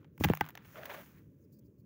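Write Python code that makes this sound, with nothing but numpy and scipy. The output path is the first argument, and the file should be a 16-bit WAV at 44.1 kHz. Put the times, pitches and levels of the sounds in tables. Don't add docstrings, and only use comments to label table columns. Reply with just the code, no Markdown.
import sys
import numpy as np
from scipy import signal
from scipy.io import wavfile
from scipy.ndimage import uniform_filter1d

SR = 44100
rng = np.random.default_rng(int(sys.argv[2]) if len(sys.argv) > 2 else 0)


def undo_db(level):
    steps = np.asarray(level, float) / 20
    return 10 ** steps


def digitize_waveform(pressure):
    field = np.atleast_2d(pressure).T
    bounded = np.clip(field, -1, 1)
    quanta = np.round(bounded * 32767).astype(np.int16)
    wavfile.write(sys.argv[1], SR, quanta)


N = 81585


def evened(x):
    return x / np.sqrt(np.mean(x ** 2) + 1e-20)


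def read(points, hz):
    f, value = np.transpose(points)
    return np.interp(np.log(hz + 1), np.log(f + 1), value)


def taps(points):
    hz = np.abs(np.fft.fftfreq(4096, 1 / SR))
    log_gain = np.log(undo_db(read(points, hz)))
    h = np.fft.ifft(np.exp(np.conj(signal.hilbert(log_gain)))).real[:2048]
    return h / np.linalg.norm(h)


def add(mix, s, sound):
    part = mix[round(s * SR):][:len(sound)]
    part += sound[:len(part)]


def ring(x, hz, width_hz):
    r = np.exp(-np.pi * width_hz / SR)
    return signal.lfilter([1 - r, 0, r - 1], [1, -2 * r * np.cos(2 * np.pi * hz / SR), r * r], x)


def patchy(points, patch_db, size):
    hz = np.fft.rfftfreq(size, 1 / SR)
    frames = N // (size // 4) + 5
    a, b, p = rng.standard_normal((frames, len(hz), 3)).T
    p = uniform_filter1d(p, size=10, axis=0)
    p = evened(uniform_filter1d(p, size=8, axis=1))
    z = (a + 1j * b) * undo_db(read(points, hz)[:, None] + patch_db * p)
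    noise = signal.istft(z, nperseg=size, noverlap=3 * size // 4)[1]
    return evened(noise[:N])


# f/Hz, level/dB
HUM_SPECTRUM = [(18, -71.5), (30, -41), (59, -8), (142, -2.5), (172, -6), (310, -11.5), (593, -24),
                (700, -48), (1100, -43.5), (1430, -78), (2420, -120)]
# f/Hz, level/dB
AIR_SPECTRUM = [(700, 3.5), (1500, 2.5), (3000, -8), (5000, -7), (7500, -1), (9000, -22.5), (11000, 1),
                (14000, -13.5)]
HUM_DB, AIR_DB = -58.5, -94


def room():
    hum = patchy(HUM_SPECTRUM, patch_db=1, size=2048)
    air = patchy(AIR_SPECTRUM, patch_db=4, size=1024)
    return undo_db(HUM_DB) * hum + undo_db(AIR_DB) * air


# t/s, length/s, level/dB, f/Hz, dust/dB
RUSTLE_SWELLS = [(2.1, 0.057, -88.5, 3030, -5.5), (1.428, 0.037, -89, 5050, 1), (1.6, 0.059, -94, 3120, -7.5),
                 (1.51, 0.058, -85, 4720, 5.5), (1.545, 0.05, -84, 4840, -4.5), (1.585, 0.016, -85, 4580, 11.5),
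                 (1.634, 0.056, -89.5, 4810, 3), (1.77, .055, -89, 4540, 2), (1.14, 0.075, -74, 1980, -9),
                 (1, 0.071, -77.5, 1450, -20.5), (0.64, 0.031, -70, 2200, -8), (1.519, 0.019, -86, 10000, 9),
                 (1.39, .07, -89, 6500, 0)]
# f/Hz, level/dB
DUST_SPECTRUM = [(1500, -43), (3500, -12), (4500, -4.5), (7000, 1), (8500, -8.5), (10500, -5), (13000, -7),
                 (16000, -6.5)]
RUSTLE_WIDTH_HZ = 640


def rustles():
    out, dust = np.zeros(N), taps(DUST_SPECTRUM)
    noises = rng.standard_normal((len(RUSTLE_SWELLS), 2, 4000))
    for (s, length_s, level_db, hz, dust_db), noise in zip(RUSTLE_SWELLS, noises):
        band = evened(ring(ring(noise[0], hz, RUSTLE_WIDTH_HZ), hz, RUSTLE_WIDTH_HZ))
        fine = signal.oaconvolve(noise[1], dust)[:len(band)]
        t = np.arange(len(band)) / SR
        swell = np.sin(np.pi * np.minimum(t / length_s, 1)) ** 2
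        add(out, s, undo_db(level_db) * swell * (band + undo_db(dust_db) * fine))
    return out


def grains(points, per_s, spread_db):
    u, e, g = rng.random(N), rng.exponential(1, N), rng.standard_normal(N)
    strike = np.clip((per_s / SR - u) * 300, 0, 1)
    clicks = strike * undo_db(spread_db * np.minimum(e, 5)) * np.sign(g)
    return evened(signal.oaconvolve(clicks, taps(points))[:N])


RUB_HZ, RUB_WIDTH_HZ, RUB_DB = 580, 136, -57
RUB_START_S, RUB_END_S, RUB_EDGE_S = 0.733, 1.033, 0.036
PALM_HZ, PALM_DB = 423, -3


def palm_rub():
    t = np.arange(N) / SR
    press = np.clip(np.minimum(t - RUB_START_S, RUB_END_S - t) / RUB_EDGE_S, 0, 1)
    skin = rng.standard_normal(N)
    rub = evened(ring(ring(skin, RUB_HZ, RUB_WIDTH_HZ * 2), RUB_HZ, RUB_WIDTH_HZ))
    palm = evened(ring(ring(skin, PALM_HZ, RUB_WIDTH_HZ * 2), PALM_HZ, RUB_WIDTH_HZ * 2))
    return press * (rub + undo_db(PALM_DB) * palm)


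# t/s, drag/dB, fineness/dB
FINGER_DRAG = [(0, -74.5, -2), (.09, -88, -4), (0.192, -95, 18), (.203, -59, 18.5), (.3, -49, -0.5),
               (.4, -67, 5), (0.426, -53, -6), (.53, -73, 0), (.61, -66, -7), (0.649, -69.5, 9.5),
               (0.739, -69, 14.5), (0.762, -58, 3.5), (.95, -54.5, 6), (1.015, -59, 9), (1.05, -69, 13),
               (1.189, -73.5, 4), (1.27, -89.5, 8), (1.85, -97.5, 8.5)]
# t/s, length/s, extra/dB
STICK_SLIPS = [
    (0.755, 0.047, 2.5),
    (0.827, .016, 4.5),
    (0.856, 0.01, 6),
    (0.896, 0.037, 4),
    (0.942, 0.013, 6),
]
# f/Hz, level/dB
SCRAPE_SPECTRUM = [(300, -50.5), (700, -1.5), (1000, 3), (1600, 4.5), (2500, -2.5), (3400, -8.5),
                   (4200, -12), (8000, -38)]
# f/Hz, level/dB
SIFT_SPECTRUM = [(600, -31), (2500, 1.5), (4000, -9), (6500, 0), (8000, -9.5), (11000, -4.5), (13500, -7),
                 (17000, -15.5)]
SIFT_DB, SIFT_FOLLOW = -32, 0.74
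CLUMP_DB, CLUMP_S, SLIP_EDGE_S = 1.3, 0.016, 0.0032


def fingers():
    t = np.arange(N) / SR
    drag_s, drag_db, fine_db = np.transpose(FINGER_DRAG)
    slip = np.zeros(N)
    for s, length_s, extra_db in STICK_SLIPS:
        slip += extra_db * np.clip(np.minimum(t - s, s + length_s - t) / SLIP_EDGE_S, 0, 1)
    drag = np.interp(t, drag_s, drag_db) + slip
    fine = np.interp(t, drag_s, fine_db)
    k = np.hanning(int(CLUMP_S * SR))
    clump, lurch = CLUMP_DB * evened(signal.oaconvolve(rng.standard_normal((2, N)), k[None], "same"))
    scrape = grains(SCRAPE_SPECTRUM, per_s=3500, spread_db=2)
    sift = grains(SIFT_SPECTRUM, per_s=4000, spread_db=1.5)
    out = undo_db(drag + clump) * scrape
    out += undo_db(RUB_DB + slip + 0.55 * lurch) * palm_rub()
    return out + undo_db(SIFT_DB + SIFT_FOLLOW * drag + fine + 0.14 * clump) * sift


# t/s, level/dB, push f/Hz, ring/dB, length/cycles
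KNOCKS = [(0.1997, -38.5, 123, -12.5, 2.2), (0.2096, -26.5, 300, -2.5, 2.3), (0.2414, -32.5, 167, 0, 0.69),
          (0.2494, -23.5, 266, -0.5, 0.81), (0.2544, -26, 92, -6, .8), (0.2652, -29, 110, -6.5, 1.6),
          (0.301, -16, 268, -11.5, 0.73), (0.305, -21, 140.4, -31, 0.77), (0.3116, -31, 300, -6, 0.53),
          (0.4104, -39.5, 220, 5.5, 1), (.4102, -32.5, 512, -30.5, 3)]
# f/Hz, level/dB, t60/s
TUB_MODES = [(98, 2, 0.09), (180, 0, 0.079), (153.3, -5, 0.24), (300, -10, 0.11)]
PUSH_SAG = 0.72


def thud(level_db, push_hz, ring_db, cycles):
    t = np.arange(SR // 3) / SR
    u = t * push_hz
    push = -np.sin(2 * np.pi * u ** PUSH_SAG) * np.exp(-(u / cycles) ** 2) * np.minimum(u / 0.19, 1)
    modes = sum(undo_db(db - 60 * t / t60) * np.sin(2 * np.pi * hz * t) for hz, db, t60 in TUB_MODES)
    tub = -modes * np.minimum(u, 1)
    return undo_db(level_db) * (2 * push + undo_db(ring_db) * tub)


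# t/s, level/dB, f/Hz, length/cycles
GRAIN_BURSTS = [(.5531, -38.5, 2600, .7), (.8557, -37.5, 2200, .7), (.8346, -41, 1300, .7),
                (.2876, -31, 1500, .9), (.0455, -56, 2200, .8), (.9761, -48, 1800, .7),
                (1.0612, -55, 2400, .8), (.7752, -49, 2500, .7), (.5612, -56, 1400, .8),
                (.5712, -57, 1500, .8), (1.1852, -63, 4000, .8), (.3361, -29, 900, 1.3),
                (.5891, -60, 2200, .8), (.6261, -60, 2000, .8), (.6481, -57, 2400, .8),
                (.6641, -59, 2200, .8)]


def tick(level_db, hz, cycles):
    return -thud(level_db, hz, -80, cycles)[:SR // 100]


# t/s, level/dB, brightness/(dB/octave), pitch ratio, t60 ratio
CAKE_CRACKS = [
    (0.2378, -25, 8.5, 1.005, 0.95),
    (.2428, -28, 8, 1.07, 1.1),
    (0.2453, -27, 10, 1.05, .9),
    (.2488, -33.5, 3, 1.03, .8),
    (.2858, -34.5, 5.5, 1.02, 0.55),
    (.3348, -31.5, 3.5, 0.87, 0.48),
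    (.409, -16.5, 2.5, 0.993, 0.98),
    (.5533, -52, 8, 0.89, 0.4),
    (.5746, -49.5, 12, 1.07, 0.45),
    (.178, -55, -3, 1.05, 0.74),
]
# f/Hz, level/dB, t60/s
CAKE_MODES = [(846.5, 1, .018), (1247, -13.5, 0.03004), (1552, -12, 0.041), (2020, -5.5, 0.017),
              (2184, -16.5, 0.0079), (2690, -19, .014), (2870, -14.5, .014), (3210, -14, 0.0058),
              (3760, -30, 0.017), (5560, -28.5, 0.0097)]
CAKE_RISE_CYCLES = 3.3


def crack(level_db, bright_db, pitch, ringing):
    t = np.arange(SR // 20) / SR
    hz, db, t60 = np.transpose(CAKE_MODES)[:, :, None]
    u = t * hz * pitch
    fall = np.maximum(t - CAKE_RISE_CYCLES / hz / pitch, 0) / (t60 * ringing)
    rise = np.sin(np.pi / 2 * np.minimum(u / CAKE_RISE_CYCLES, 1)) ** 2
    modes = undo_db(db + bright_db * np.log2(hz / hz[0]) - 60 * fall) * rise
    return -undo_db(level_db - 3.5) * (modes * np.sin(2 * np.pi * u)).sum(axis=0)


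LUMP_Q, KICK_DB, GRIT_DB, DUST_DB, CRACK_DB = 3.5, -9.5, 1, -8, 10.5
TAIL_DB, TAIL_S = -26, 0.012
RISE_SHARE, SNAP_FALL = 0.036, 0.99
KNOCK_PER_DB, FULL_KNOCK_DB = 0.53, -19


def snap(noise, grit, dust, level_db, length_s, lump_hz, dust_db):
    t = np.arange(noise.shape[1]) / SR
    burst = np.minimum(t / (RISE_SHARE * length_s), 1) * np.exp(-(t / length_s) ** 2 / SNAP_FALL)
    kick = -undo_db(KICK_DB) * np.sin(2 * np.pi * lump_hz * t) * np.minimum(t * lump_hz, 1)
    lump = ring(ring((noise[0] + kick) * burst, lump_hz, lump_hz), lump_hz, lump_hz / LUMP_Q)
    scatter = noise[1] * (burst + undo_db(TAIL_DB) * np.exp(-t / TAIL_S))
    scatter[0] = -undo_db(CRACK_DB)
    loose = signal.oaconvolve(scatter, grit)[:len(t)]
    fine = signal.oaconvolve(noise[2] * burst, dust)[:len(t)]
    knock_db = KNOCK_PER_DB * (level_db - FULL_KNOCK_DB)
    parts = (lump, knock_db), (loose, GRIT_DB), (fine, DUST_DB + dust_db)
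    return undo_db(level_db + 1) * sum(undo_db(db) * x / np.abs(x).max() for x, db in parts)


# t/s, level/dB, length/s, lump f/Hz, dust/dB
CRUST_SNAPS = [(.030, -61, 0.0045, 910, -18), (.045, -58.5, 0.0066, 1970, -24),
               (.1785, -50, 0.0033, 1080, -1), (.2012, -56.5, 0.0061, 900, 11.5),
               (.2085, -50, 0.0045, 1210, -40), (.238, -25.5, 0.0018, 3750, 0.5),
               (.242, -26, 0.0065, 1610, 2.5), (.2462, -30, 0.004, 794, -2.5),
               (.2545, -44.5, .005, 1498, 11), (.2862, -37, 0.0034, 1580, -5),
               (.2985, -33.5, 0.0043, 1790, -3.5), (.3356, -30.5, 0.0015, 2620, -5.5),
               (.3505, -43, 0.0017, 2200, 8), (.3725, -38, 0.0024, 1898, 2.5),
               (.4092, -36, 0.0035, 3000, 6), (.4425, -44, 0.003, 1390, -14.5),
               (.4525, -47.5, .003, 1400, -1.5), (.4635, -40, 0.0016, 1970, -1),
               (.4765, -44, 0.0015, 1500, -12), (.488, -45.5, 0.0045, 1120, 4.5),
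               (.4948, -43, .002, 1030, -3), (.505, -51, 0.0029, 1300, 3), (.5533, -46.5, 0.0026, 1700, 4),
               (.5748, -45, 0.005, 1750, -4.5),
               (0.607, -62, 0.0013, 920, 0), (0.653, -54, 0.005, 1880, -11), (0.727, -61, 0.0026, 2970, 5),
               (0.757, -43.5, 0.0022, 1410, -13), (0.768, -46.5, 0.019, 620, -13),
               (0.8338, -41, 0.0013, 580, -17), (0.856, -41.5, 0.0031, 1730, 2.5),
               (0.895, -43.5, 0.024, 1494, -7), (0.9355, -42.5, 0.018, 559, -2.5),
               (.3065, -56, .002, 2500, 11), (.3145, -58, .002, 1500, 11), (.3455, -54, .002, 3500, 7),
               (.3635, -49, .002, 2500, 0), (.392, -67, 0.0024, 2495, 4), (.399, -60, 0.0051, 2500, 3),
               (.2382, -29.5, 0.011, 4480, -18)]
# f/Hz, level/dB
GRIT_SPECTRUM = [(300, -18), (800, -3.5), (2000, -6), (3400, -12.5), (4200, -28.5), (7000, -33.5),
                 (9000, -63)]


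def crust():
    out, grit, dust = np.zeros(N), taps(GRIT_SPECTRUM), taps(DUST_SPECTRUM)
    rows = CRUST_SNAPS
    for row, noise in zip(rows, rng.standard_normal((len(rows), 3, 4000))):
        add(out, row[0], snap(noise, grit, dust, *row[1:]))
    return out


def scene():
    mix = room() + rustles() + fingers()
    for table, sound in (KNOCKS, thud), (GRAIN_BURSTS, tick), (CAKE_CRACKS, crack):
        for row in table:
            add(mix, row[0], sound(*row[1:]))
    return (mix + crust())[None]


def low_pass(x):
    return signal.sosfilt(signal.butter(12, 17000, fs=SR, output="sos"), x)


# f/Hz, level/dB
PORT_SPECTRUM = [(13300, -1), (14200, 10.5), (14800, 20), (15300, 20), (15800, 22.5)]
LOW_CUT_HZ, EDGE_HZ = 73.4, 15760


def record(dry):
    h = taps(PORT_SPECTRUM)
    port = signal.oaconvolve(dry, h[None] / h.sum())[:, :N]
    cut = signal.sosfilt(signal.butter(2, LOW_CUT_HZ, "high", fs=SR, output="sos"), port)
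    edge = signal.firwin(801, EDGE_HZ, window=("kaiser", 6), fs=SR)
    return low_pass(signal.oaconvolve(cut, edge[None], "same"))


dry = scene()
out = record(dry)
digitize_waveform(out)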